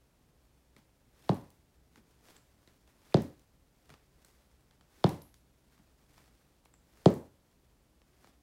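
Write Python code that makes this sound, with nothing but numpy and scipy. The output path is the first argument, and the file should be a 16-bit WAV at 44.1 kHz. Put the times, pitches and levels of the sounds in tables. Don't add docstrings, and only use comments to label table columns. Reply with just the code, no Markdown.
import sys
import numpy as np
from scipy import signal
from scipy.fft import rfft, irfft, next_fast_len
from scipy.io import wavfile

SR = 44100
rng = np.random.default_rng(int(sys.argv[2]) if len(sys.argv) > 2 else 0)


def master(y):
    cut = np.clip(np.atleast_2d(y).T, -1, 1)
    pcm = np.round(cut * 32767)
    wavfile.write(sys.argv[1], SR, pcm.astype(np.int16))


N = 371322

# start_s, level_db, hollow_body_db, flat_sole_clack_db, crack_db, tilted_edge_snap_db
STAMP_LIST = [(1.2921, -4, -2.5, 3.5, -3.5, -2), (3.1425, -0.83, 1.5, -5, 0.3, 0),
              (5.041, -.7, -1.5, 2.5, 1.2, -1.5), (7.0580, 2, 3, -1, -5.3, 10)]

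SIZE = 32768
HZ = np.fft.rfftfreq(SIZE, 1 / SR) + 1
T = np.arange(SIZE) / SR
LEAD = SIZE // 16


def stamps():
    # pitch_hz, level_db
    board_levels = [(45, 1), (85, 17), (125, 33.5), (180, 35), (245, 18.5), (360, 29), (500, 22),
                    (680, 23.3), (1050, 12), (1600, 0), (2500, -10), (3400, 4.7), (4800, -2.5), (5700, -14),
                    (8000, -18.5), (15000, -36)]
    # pitch_hz, level_db
    boom_levels = [(35, -4), (80, 14.5), (150, 26), (260, 23.5), (400, 18), (680, 10), (950, 7),
                   (1400, -5.5), (2000, -6.5), (2600, -11), (4000, -10), (8000, -28), (15000, -40)]
    # pitch_hz, level_db, t60_s (time to fade by 60 dB)
    resonances = [(85, -38, 0.42), (133, -44, 0.28), (153, -42.5, 0.21), (189, -39, 0.21), (205, -36, 0.16),
                  (292.3, -36, 0.34), (340, -39.5, 0.23), (396, -39, 0.2), (560, -43, 0.38), (980, -55, .3)]
    out = np.zeros(N)
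    sweep = bending(travel_s=.0023, knee_hz=205)
    grit = 1 / (1 + (2000 / HZ) ** 2)
    echo_delay = np.exp(-2j * np.pi * HZ * .0267)
    echo = amp(-16) * (1 - .6 * grit) * echo_delay

    late = np.maximum(T - .014, 0)
    ring = np.zeros(SIZE)
    for hz, db, t60_s in resonances:
        ring += amp(db - 60 * late / t60_s) * np.sin(2 * np.pi * hz * late)
    ring = rfft(ring * (1 - np.exp(-late / 0.0096)))

    board = causal(amp(along(board_levels, HZ)))
    boom = causal(amp(along(boom_levels, HZ)))
    for start_s, db, body_db, clack_db, crack_db, snap_db in STAMP_LIST:
        body = body_db * bump(400, 0.82)
        clack = clack_db * bump(940, 0.34)
        snap = snap_db * bump(7500, 0.39)
        contact = causal(amp(db + body + clack + crack_db * grit + snap))
        crack = 1 + amp(-3) * grit * burst(t60_s=0.023)
        direct = board * crack * (1 + echo)
        tail = boom * room(onset_s=0.0083)
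        laces = rattle(db=-25, hz=3500, clicks_per_s=140, t60_s=0.33)
        add(out, start_s, contact * (sweep * (direct + tail) + ring) + laces)
    return out


def bending(travel_s, knee_hz):
    delay_s = travel_s * 1000 / np.hypot(HZ, knee_hz)
    return np.exp(-2j * np.pi * np.cumsum(delay_s) * SR / SIZE)


def rattle(db, hz, clicks_per_s, t60_s):
    clicks = (rng.random(SIZE) < clicks_per_s / SR) * rng.standard_normal(SIZE)
    fading = clicks * amp(-60 * T / t60_s)
    return rfft(fading) * causal(amp(db) * bump(hz, 1.2))


def taps():
    # start_s, click_db, thud_db
    tap_list = [(0.7647, -20, -15), (1.9582, -22, -5.5), (2.2854, -24.5, -35), (2.364, -23, -30),
                (2.6748, -21.5, -22), (2.876, -28, -35), (3.893, -20.5, -25), (3.9024, -17, -10.5),
                (3.9393, -19.5, -24), (4.2468, -25.5, -35), (4.7099, -26, -28.5), (4.8102, -26.5, -26),
                (5.778, -32.5, -12), (6.1788, -23, -17.5), (6.277, -29, -20), (6.6562, -26, -22),
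                (6.739, -27.5, -24), (8.017, -30, -32), (8.244, -25, -13.5), (8.272, -25.5, -20)]
    # pitch_hz, level_db
    click_levels = [(50, -23.5), (150, 0.5), (400, -1.5), (1000, -3), (2200, -7), (5000, -14), (15000, -31)]
    thud_lag_s, thud_hz, thud_octaves = .016, 159, .7
    out = np.zeros(N)
    sweep = bending(travel_s=.0012, knee_hz=300)
    thud_shape = bump(thud_hz, thud_octaves) + amp(-26) * bump(900, 1.3)
    for start_s, click_db, thud_db in tap_list:
        touch = burst(t60_s=0.0083) + amp(-6.5) * burst(t60_s=0.046)
        edge = causal(amp(click_db + along(click_levels, HZ)))
        add(out, start_s, edge * (sweep * touch + amp(-6.5) * room(onset_s=0.0079)))

        weight = causal(amp(thud_db) * thud_shape)
        thud = weight * (sweep * burst(t60_s=.05) + amp(-5) * room(onset_s=.008))
        add(out, start_s + thud_lag_s, thud)
    return out


def ticks():
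    # start_s, level_db, pitch_hz, width_octaves
    tick_list = [(1.344, -27.5, 10400, .35), (1.5035, -39.5, 7000, 2.3), (2.3655, -28, 7500, .11),
                 (3.1236, -23, 2400, 0.31), (3.1707, -18.5, 5000, .34), (3.2206, -28, 9500, 1),
                 (3.395, -41.5, 4036, 1.8), (4.2479, -31.5, 6930, 0.83), (5.088, -26, 11490, .42),
                 (5.0926, -19.5, 4200, 1.3), (5.218, -33, 4000, .8), (5.221, -23.5, 11250, .2),
                 (5.342, -33.5, 3500, 1.6), (6.6526, -40, 9020, 0.94), (6.7383, -26.5, 7500, 0.079),
                 (7.104, -30, 12000, .5), (7.1401, -26.5, 9800, .55)]
    out = np.zeros(N)
    for start_s, db, hz, octaves in tick_list:
        click = burst(t60_s=.012) + amp(-3) * room(onset_s=.008)
        add(out, start_s, causal(amp(db) * bump(hz, octaves)) * click)
    return out


def leather(creak_db, creaks_per_s, uneven_db):
    # (per Hz, relative)
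    rub_levels = [(100, 8), (400, 8.5), (1000, 4), (1900, 2.5), (3000, -2), (5000, -2), (8000, -5.5),
                  (15000, -9)]
    t = np.arange(N) / SR
    knots_s = np.arange(0, t[-1], .016)
    grip_db = uneven_db * np.interp(t, knots_s, rng.standard_normal(len(knots_s)))
    slips = (rng.random(N) < creaks_per_s / SR) * rng.standard_normal(N)
    rub = rng.standard_normal(N) + amp(creak_db) * unit(slips)
    toned = unit(filtered(rub, lambda hz: amp(along(rub_levels, hz))))
    return flexing() * amp(grip_db) * toned


def flexing():
    # peak_s, level_db, fade_s (time to fade by 10 dB on either side)
    move_list = [(.785, -69, 0.02), (1.97, -68, .04), (2.11, -73, .07), (2.295, -60.5, 0.07),
                 (2.48, -73, .1), (2.69, -72.5, 0.14), (2.9, -71, 0.03), (3.91, -67, .07), (4.3, -71, 0.23),
                 (5.77, -71, 0.14), (6.02, -75, 0.17), (6.2, -66, 0.09), (6.37, -71, .17),
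                 (7.52, -76, 0.05), (8.24, -66, 0.08)]
    swing_db, rise_db_per_s, fall_db_per_s = -65, 110, 75
    lead_s, hold_s = .065, .06
    rest_db = -80
    t = np.arange(N) / SR
    power = amp(rest_db) ** 2
    for start_s, *_ in STAMP_LIST:
        rise_db = rise_db_per_s * np.maximum(start_s - lead_s - t, 0)
        fall_db = fall_db_per_s * np.maximum(t - start_s - hold_s, 0)
        power = power + amp(swing_db - rise_db - fall_db) ** 2
    for peak_s, db, fade_s in move_list:
        power = power + amp(db - 10 * np.abs(t - peak_s) / fade_s) ** 2
    return np.sqrt(power)


def flutter(db, hz, clicks_per_s, spread_db):
    strength = amp(spread_db * rng.uniform(-1, 1, N)) * flexing()
    clicks = (rng.random(N) < clicks_per_s / SR) * strength
    touch = burst(t60_s=.012) + amp(-3) * room(onset_s=.008)
    click = irfft(causal(amp(db) * bump(hz, 1.4)) * touch)
    return signal.fftconvolve(clicks, click)[:N]


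def burst(t60_s):
    x = rng.standard_normal(SIZE) * amp(-60 * T / t60_s)
    return rfft(x / np.linalg.norm(x))


def room(onset_s):
    # pitch_hz, t60_s (time to fade by 60 dB)
    fade_times = [(80, .33), (210, 0.28), (600, .35), (1500, 0.39), (4000, .34), (10000, 0.4)]
    hz, t, z = signal.stft(rng.standard_normal(SIZE), SR, nperseg=256)
    fade = amp(-60 * t / along(fade_times, hz)[:, None])
    tail = signal.istft(z * fade, SR, nperseg=256)[1][:SIZE]
    tail = tail * (1 - np.exp(-(T / onset_s) ** 4))
    return rfft(tail / np.linalg.norm(tail))


def background(air_db, drone_db, drone_hz):
    # (per Hz, relative)
    air_levels = [(12, -56), (20, -24.5), (37, -6.5), (59, -3), (90, -11.5), (129, -7.5), (207, -13.5),
                  (245, -12.5), (767, -23), (932, -25), (1340, -29), (1540, -30.5), (2090, -31.5),
                  (12000, -37), (15500, -39.5)]
    air = unit(filtered(rng.standard_normal(N), lambda hz: amp(along(air_levels, hz))))
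    drone = unit(filtered(rng.standard_normal(N), lambda hz: 1 / (1 + ((hz - drone_hz) / 5) ** 2)))
    return amp(air_db) * air + amp(drone_db) * drone


def amp(db):
    return 10 ** (np.asarray(db) / 20)


def unit(x):
    return x / np.sqrt(np.mean(x ** 2) + 1e-20)


def along(points, hz):
    f, v = np.transpose(points)
    return np.interp(np.log(hz + 1), np.log(f), v)


def bump(hz, octaves):
    return np.exp(-.5 * (np.log2(HZ / hz) / octaves) ** 2)


def causal(gain):
    cepstrum = irfft(np.log(np.maximum(gain, 1e-6)))
    cepstrum[1:SIZE // 2] *= 2
    cepstrum[SIZE // 2 + 1:] = 0
    return np.exp(rfft(cepstrum))


def filtered(x, response):
    m = next_fast_len(N + 8192)
    return irfft(rfft(x, m) * response(np.fft.rfftfreq(m, 1 / SR)), m)[:N]


def add(track, start_s, spectrum):
    start = round(start_s * SR) - LEAD
    track[start:start + SIZE] += np.roll(irfft(spectrum), LEAD)[:N - start]


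def scene():
    boots = stamps() + taps() + ticks()
    boots = boots + leather(creak_db=-7, creaks_per_s=220, uneven_db=2.0)
    boots = boots + flutter(db=21, hz=3000, clicks_per_s=26, spread_db=6)
    return (boots + background(air_db=-69.0, drone_db=-74.5, drone_hz=62.4))[None]


def record(dry):
    top_hz = 15850
    return filtered(dry[0], lambda hz: hz < top_hz)[None]


dry = scene()
out = record(dry)
master(out)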